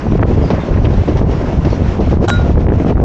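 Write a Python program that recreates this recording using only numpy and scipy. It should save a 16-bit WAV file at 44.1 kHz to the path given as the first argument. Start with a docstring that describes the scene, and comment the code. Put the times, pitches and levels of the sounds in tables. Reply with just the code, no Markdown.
"""Wind buffets a small microphone outside the door of a train carriage rolling through open country.
Under its rumble and flutter, wheels hiss on the rails, a rough hum swells, and gusts pop and snap on the capsule.
Faint flange squeals pass, wheels knock over rail joints, and late on a loose metal bar bounces, clinks and rings.
Noise is coloured by spectrum tables and shaped by level curves; pops, snaps and the bar's ring are short waveforms."""
import sys
import numpy as np
from scipy import signal
from scipy.fft import rfft, irfft
from scipy.io import wavfile
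from scipy.ndimage import uniform_filter1d, minimum_filter1d

SR = 44100
rng = np.random.default_rng(int(sys.argv[2]) if len(sys.argv) > 2 else 0)


def materialize(psi):
    """Save the field psi as 16-bit PCM at rate SR to the path in sys.argv[1].

    A 1-D psi becomes a single channel; in a 2-D psi each row is a channel.
    """
    bounded = np.clip(np.atleast_2d(psi).T, -1, 1)
    quanta = np.round(bounded * 32767).astype(np.int16)
    wavfile.write(sys.argv[1], SR, quanta)


N = 134064  # length in samples


def amp(db):
    """Turns decibels into an amplitude factor."""
    return 10 ** (np.asarray(db) / 20)


def evened(x):
    """Scales a sound to rms 1."""
    return x / np.sqrt(np.mean(x ** 2) + 1e-20)


def curve(rows):
    """Draws straight lines through (time_s, value) rows over the whole scene."""
    time_s, value = np.transpose(rows)
    return np.interp(np.arange(N) / SR, time_s, value)


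def add(mix, start_s, sound):
    """Adds a sound into the mix at its start time, cut off at the end of the mix."""
    part = mix[round(start_s * SR):][:len(sound)]
    part += sound[:len(part)]


def coloured(x, tone):
    """Gives x the spectrum of a table, falling steeply outside it; rms 1."""
    hz = np.fft.rfftfreq(len(x), 1 / SR) + 1
    tone_hz, tone_db = np.transpose(tone)
    above = np.maximum(hz / tone_hz[-1], 1)
    below = np.maximum(tone_hz[0] / hz, 1)
    octaves_outside = np.log2(above * below)
    level_db = np.interp(np.log(hz), np.log(tone_hz), tone_db) - 20 * octaves_outside
    return evened(irfft(rfft(x) * amp(level_db), len(x)))


def wander(hz):
    """Random curve of rms 1, its movement fading out above hz."""
    f = np.fft.rfftfreq(N, 1 / SR)
    spectrum = rfft(rng.standard_normal(N)) * (f > 1) / (1 + (f / hz) ** 2)
    return evened(irfft(spectrum, N))


def bursts(rows, tone, rise_s):
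    """Decaying bursts of coloured noise, each tilted brighter or duller and cut above its top."""
    out = np.zeros(N)
    t = np.arange(8192) / SR
    top_db_per_octave = -30
    for start_s, level_db, t60_s, tilt_db, top_hz in rows:
        tilted = []
        for hz, db in tone:
            tilt = tilt_db * np.log2(hz / 1000)
            cut = top_db_per_octave * np.log2(max(hz / top_hz, 1))
            tilted.append((hz, db + tilt + cut))
        noise = coloured(rng.standard_normal(len(t)), tilted)
        decay = amp(level_db - 60 * t / max(t60_s, .005))
        add(out, start_s, noise * np.minimum(t / rise_s, 1) * decay)
    return out


# low rumble of wind on the microphone: time_s, level_db
WIND_LEVEL = [(0.0, -21), (0.03, -24), (0.06, -11), (0.56, -12.5), (0.68, -30), (0.71, -11.5),
              (1.02, -11.5), (1.03, -23.5), (1.16, -9.5), (1.53, -21), (1.55, -13.5), (1.9, -11.5),
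              (1.92, -17.5), (2.12, -10), (2.35, -15.5), (2.37, -9), (2.91, -14.5), (3.02, -5)]
# flutter of eddies above the rumble: time_s, level_db (before EDDY_BOOST_DB)
EDDY_LEVEL = [(0.0, -28), (0.05, -23), (0.17, -26.5), (0.23, -19), (0.5, -23), (0.51, -14), (0.55, -21),
              (0.84, -23.5), (0.85, -21), (1.07, -26.5), (1.08, -28), (1.19, -23.5), (1.21, -18.5),
              (1.26, -22.5), (1.55, -22.5), (1.64, -26.5), (1.66, -15.5), (1.7, -22.5), (1.98, -24),
              (2.0, -13), (2.05, -27.5), (2.08, -16.5), (2.1, -40), (2.13, -10), (2.16, -35.5), (2.25, -9),
              (2.27, -35), (2.29, -17), (2.31, -25.5), (2.51, -20.5), (2.53, -30), (2.57, -19.5),
              (2.66, -27), (2.72, -20.5), (2.78, -25), (2.9, -18.5), (2.93, -14), (2.94, -37), (2.98, -15),
              (3.01, -23), (3.02, -11)]
# spectrum of the wind: pitch_hz, relative level_db per Hz
WIND_TONE = [(8.8, -40.5), (15, -8.5), (38, 2), (76, 4), (184, -5), (397, -15), (606, -20.5), (841, -27),
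             (1020, -32), (1500, -49.5), (1950, -76)]
LUMP_DB, LUMP_HZ = 2, 30.8  # rms depth and speed of the rumble's lumps
EDDY_DB, EDDY_HZ = 3.5, 85  # rms depth and speed of the eddies' own flutter
EDDY_FROM_HZ, EDDY_BOOST_DB = 227.6, 2.5


def wind():
    """Lumpy low rumble with quick eddies fluttering above it."""
    noise = coloured(rng.standard_normal(N), WIND_TONE)
    low_pass = signal.butter(2, EDDY_FROM_HZ, fs=SR, output="sos")
    low = signal.sosfiltfilt(low_pass, noise)
    lumps = wander(LUMP_HZ)
    rumble = evened(low * amp(LUMP_DB * lumps))
    # the eddies share part of the rumble's lumps
    flutter = amp(0.61 * LUMP_DB * lumps + EDDY_DB * wander(EDDY_HZ))
    eddies = evened((noise - low) * flutter)
    return amp(curve(WIND_LEVEL)) * rumble + amp(curve(EDDY_LEVEL) + EDDY_BOOST_DB) * eddies


# rush of wheels on rails, sinking under the gusts: time_s, level_db (before ROLL_DB)
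ROLL_LEVEL = [(0, -39.5), (.08, -47.5), (.14, -42.5), (.18, -45), (.195, -60), (.215, -44), (.25, -54),
              (.275, -41.5), (.34, -42), (.38, -43), (.48, -40.5), (.69, -42.5), (.81, -46), (.84, -41),
              (.88, -46), (.91, -41.5), (1.06, -42), (1.15, -43), (1.2, -42.5), (1.245, -51), (1.31, -40.5),
              (1.53, -41), (1.62, -43.5), (1.75, -39.5), (1.82, -43.5), (1.88, -39), (1.96, -42),
              (2.07, -42.5), (2.13, -39), (2.195, -54.5), (2.245, -34), (2.272, -49.5), (2.31, -39),
              (2.52, -42), (2.565, -56.5), (2.61, -42), (2.65, -51), (2.665, -60), (2.71, -55),
              (2.74, -44.5), (2.83, -42.5), (2.855, -46.5), (2.89, -38), (2.93, -49), (2.96, -59),
              (3.02, -45)]
# spectrum of the rush: pitch_hz, relative level_db per Hz
ROLL_TONE = [(350, -27), (600, -3.5), (1000, -6.5), (1500, -9), (2800, -16), (3600, -20.5), (4800, -24.5),
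             (5800, -24), (7200, -33), (8800, -52)]
ROLL_DB = 8.5  # added to the whole level curve
PATCH_DB, FLICKER_DB = 1.2, .8  # rms depths


def roll():
    """Wide rush of wheels on rails, in drifting spectral patches with a light flicker."""
    noise = coloured(rng.standard_normal(N), ROLL_TONE)
    spectra = signal.stft(noise, nperseg=256, noverlap=192)[2]
    patches = rng.standard_normal(spectra.T.shape)
    patches = uniform_filter1d(patches, size=40, axis=0)  # along time
    patches = evened(uniform_filter1d(patches, size=4, axis=1))  # along pitch
    patchy = spectra * amp(PATCH_DB * patches.T)
    rush = signal.istft(patchy, nperseg=256, noverlap=192)[1][:N]
    return amp(curve(ROLL_LEVEL) + ROLL_DB) * evened(rush * amp(FLICKER_DB * wander(30)))


# swell of the rails' hum under the rush: time_s, level_db
HUM_LEVEL = [(0, -39.5), (.45, -42.5), (.53, -33), (.77, -34), (.82, -42.5), (1.3, -43), (1.45, -42),
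             (2.0, -46.5), (3.04, -46.5)]
# spectrum of the hum: pitch_hz, relative level_db per Hz
HUM_TONE = [(700, -20), (1030, 6.5), (1150, -3), (1280, -6.5), (1700, -5.5), (2600, -12), (3500, -31.5)]
HUM_ROUGH_DB = 3  # rms depth


def hum():
    """Rails' hum: a rough mid band of noise that swells between the joints."""
    noise = coloured(rng.standard_normal(N), HUM_TONE)
    return amp(curve(HUM_LEVEL)) * evened(noise * amp(HUM_ROUGH_DB * wander(40)))


POP_SWING, POP_SETTLE = 3.73, 0.16  # phase (radians) where the push turns back; extra damping


def push(hz):
    """One quick push of the diaphragm and a slower swing back."""
    u = 2 * np.pi * hz * np.arange(2000) / SR
    return 2 * u ** 3 * (1 - u / POP_SWING) * np.exp(-u - POP_SETTLE * u ** 0.8 / 4)


# pops of wind straight on the capsule: time_s (near the push's crest), level_db, brightness_hz
POPS = [(0.122, -1, 300), (0.195, -7, 750), (.229, -3, 620), (0.2353, -5, 446), (0.415, -2, 350),
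        (.870, 0, 300), (1.216, 0.5, 353), (1.251, -24, 350), (2.073, -9, 298), (2.171, -0.5, 300),
        (2.205, -13, 350), (2.497, -3, 350), (2.574, -6.5, 500), (2.580, -0.5, 454), (2.668, -9, 700),
        (2.685, -4, 490), (2.7015, -6.5, 710), (2.721, 1.5, 400), (2.738, -2.5, 400), (2.848, 5, 450),
        (2.925, -3.5, 450), (2.956, -5, 450), (2.978, -16, 400), (3.001, 11, 450)]
# spectrum of the housing's rattle: pitch_hz, relative level_db per Hz
RATTLE_TONE = [(300, 0), (900, 2), (1700, -5), (3000, -24.5), (6000, -42.5)]
RATTLE_DB, RATTLE_T60_S = -11, .009  # level relative to its pop; decay
# brightness of the lesser random pops: brightness_hz
STRAY_HZ = [105, 170, 262]
STRAY_PER_S = 68  # average, shared among the brightnesses
STRAY_DB, STRAY_SPREAD_DB = -26, 5.5  # quietest level; mean of the random rise, before its cap


def pops():
    """Strong pushes on the capsule with a rattle of the housing, over a scatter of duller pops."""
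    rattles = [(s, db + RATTLE_DB, RATTLE_T60_S, 0, SR) for s, db, _ in POPS]
    out = bursts(rattles, RATTLE_TONE, 0.0012)
    for time_s, level_db, hz in POPS:
        add(out, time_s - 1 / (np.pi * hz), amp(level_db) * push(hz))
    for hz in STRAY_HZ:
        rise_db = STRAY_SPREAD_DB * np.minimum(rng.exponential(1, N), 4)
        size = amp(STRAY_DB + rise_db) * rng.choice([-1, 1], N)
        strikes = rng.random(N) < STRAY_PER_S / len(STRAY_HZ) / SR
        out += signal.oaconvolve(size * strikes, push(hz))[:N]
    return out


# dry snaps where a gust breaks on the capsule edge: start_s, level_db, pitch_hz
SNAPS = [(.1943, -14, 1250), (.2278, -9.5, 1200), (0.2302, -11, 1100), (0.2325, -7.5, 1530),
         (2.557, -17.5, 1100), (2.576, -23.5, 1600), (2.5795, -25, 1390), (2.6674, -15, 1500),
         (2.6869, -20.5, 1700), (2.6905, -20, 2000), (2.701, -23, 1900), (2.7046, -20, 1500),
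         (2.71, -23, 1420), (2.7995, -22.5, 2000), (2.8475, -25, 1300), (2.9575, -28, 1250),
         (2.971, -17, 1050), (2.979, -13, 1000)]
SNAP_CYCLES = .26  # time constant of the swell and fade, in cycles


def snaps():
    """Sine snaps of a cycle or two each, swelling and gone at once."""
    out = np.zeros(N)
    t = np.arange(600) / SR
    for start_s, level_db, hz in SNAPS:
        u = t * hz / SNAP_CYCLES
        envelope = 2 * u ** 2 * np.exp(-u)
        add(out, start_s, amp(level_db) * envelope * np.sin(2 * np.pi * hz * t))
    return out


# squeals of flange on rail: start_s, length_s, pitch_hz, level_db
SQUEALS = [(0.412, 0.092, 4920, -46), (0.597, 0.042, 3600, -43), (0.928, 0.023, 3760, -48),
           (1.711, 0.043, 4400, -43)]
SQUEAL_WIDTH_HZ, SQUEAL_CLEAR = 420, .9  # width of the fuzz; steady tone against fuzz of spread 1


def squeal():
    """Short whistles of flange on rail: a steady tone blurred by narrow noise around its pitch."""
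    out = np.zeros(N)
    t = np.arange(6000) / SR
    r = np.exp(-np.pi * SQUEAL_WIDTH_HZ / SR)
    for start_s, length_s, hz, level_db in SQUEALS:
        noise = rng.standard_normal((len(t), 2)) @ [1, 1j]  # complex noise
        fuzz = signal.lfilter([1], [1, -2 * r, r * r], noise)
        carrier = np.exp(2j * np.pi * hz * t)
        whistle = evened(((fuzz / np.std(fuzz) + SQUEAL_CLEAR) * carrier).real)
        swell = np.sin(np.pi * np.minimum(t / length_s, 1)).clip(0) ** .5
        add(out, start_s, amp(level_db) * swell * whistle)
    return out


# knocks of wheels over rail joints: start_s, level_db, t60_s, tilt_db per octave, top_hz
KNOCKS = [(.502, -3.5, 0.083, -0.75, 6500), (.846, -19.5, 0.075, 4.5, 3500),
          (.8515, -11.5, 0.063, 1.5, 3500), (1.076, -10, 0.25, -2, 6000), (1.17, -20, 0.11, 2.5, 7000),
          (1.308, -22, 0.23, 1, 7000), (1.648, -14, 0.15, 0.5, 6000), (1.702, -30, 0.13, 5, 6000),
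          (2.002, -19, 0.098, 1.9, 6000), (2.113, -10.5, 0.15, -3, 6000), (2.224, -15, 0.11, -3.5, 6000),
          (2.799, -9.5, 0.078, -2, 3000), (2.896, -4, 0.07, -2.5, 2970)]
# spectrum of a knock before its tilt: pitch_hz, relative level_db per Hz
KNOCK_TONE = [(88, -35.5), (150, -3.5), (439, -2.5), (1550, -26), (2810, -28), (3110, -32), (3940, -34),
              (5830, -36.5), (8780, -64)]


def knocks():
    """Wheels over rail joints: noise bursts with a quick rise and a decay of their own."""
    return bursts(KNOCKS, KNOCK_TONE, rise_s=.0018)


# bounces of the loose bar: start_s, clack level_db, t60_s, tilt_db per octave, crack level_db
BOUNCES = [(2.28, -13, 0.043, -4, -37), (2.2828, -13, 0.054, 1, -22), (2.293, -12.5, 0.047, 2.5, -18),
           (2.3013, -13, 0.034, -1, -7)]
# spectrum of a clack before its tilt: pitch_hz, relative level_db per Hz
CLACK_TONE = [(180, -32), (400, -7.5), (800, 0), (1500, -9.5), (2300, -25), (3100, -16), (4800, -28),
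              (6000, -21.5), (7310, -24.5), (8780, -45)]
# pitches of the bar's ringing modes: pitch_hz
BAR_HZ = [1427, 3865, 7419, 8581]
# the same modes in order: relative level_db, t60_s
BAR_MODES = [(5, 0.34), (-1, 0.27), (-13, 0.092), (-29.5, 0.11)]
BOUNCE_RING_DB = -11  # ring of a bounce relative to its clack
CRACK_FROM_HZ, CRACK_HZ, CRACK_GLIDE_S, CRACK_T60_S = 3300, 1500, .0006, 0.022
RING_S, RING_DB, RING_RISE_S = 2.304, -17, 0.011  # free ring: start, level, rise time constant
DAMP_S, DAMP_T60_S = 2.435, .08  # the bar comes to rest: start, added decay


def bar():
    """Bounces clack, crack and briefly ring; then the modes ring freely until the bar comes to rest."""
    out = bursts([(*row[:4], SR) for row in BOUNCES], CLACK_TONE, 0.001)
    t = np.arange(SR // 2) / SR
    ring = np.zeros(len(t))
    for hz, (level_db, t60_s) in zip(BAR_HZ, BAR_MODES):
        ring += amp(level_db - 60 * t / t60_s) * np.sin(2 * np.pi * hz * t)
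    # the crack's pitch glides down
    crack_hz = CRACK_HZ + (CRACK_FROM_HZ - CRACK_HZ) * np.exp(-t / CRACK_GLIDE_S)
    crack = np.sin(2 * np.pi * np.cumsum(crack_hz) / SR)
    crack_rise = np.minimum(t / 0.00024, 1)
    for start_s, clack_db, t60_s, _, crack_db in BOUNCES:
        add(out, start_s, amp(clack_db + BOUNCE_RING_DB - 60 * t / t60_s) * ring)
        add(out, start_s, amp(crack_db - 60 * t / CRACK_T60_S) * crack_rise * crack)
    rest_db = -60 * np.maximum(t + RING_S - DAMP_S, 0) / DAMP_T60_S
    ring_rise = 1 - np.exp(-t / RING_RISE_S)
    add(out, RING_S, amp(RING_DB + rest_db) * ring_rise * ring)
    return out


def scene():
    """Sums all the layers into one channel."""
    air_and_rails = wind() + roll() + hum()
    capsule = pops() + snaps()
    metal = squeal() + knocks() + bar()
    return (air_and_rails + capsule + metal)[None]


CEILING, EDGE_HZ = .8, 8900  # limiter peak amplitude; top of the band


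def record(dry):
    """A quick limiter holds the peaks under the ceiling; then a low-pass limits the band."""
    peak = -minimum_filter1d(-abs(dry), size=401, axis=1)  # loudest sample nearby
    gain = np.minimum(CEILING / (peak + 1e-9), 1)
    gain = uniform_filter1d(gain, size=301, axis=1)
    low_pass = signal.firwin(511, EDGE_HZ, window=("kaiser", 9), fs=SR)
    return signal.oaconvolve(dry * gain, low_pass[None], "same")


dry = scene()
out = record(dry)
materialize(out)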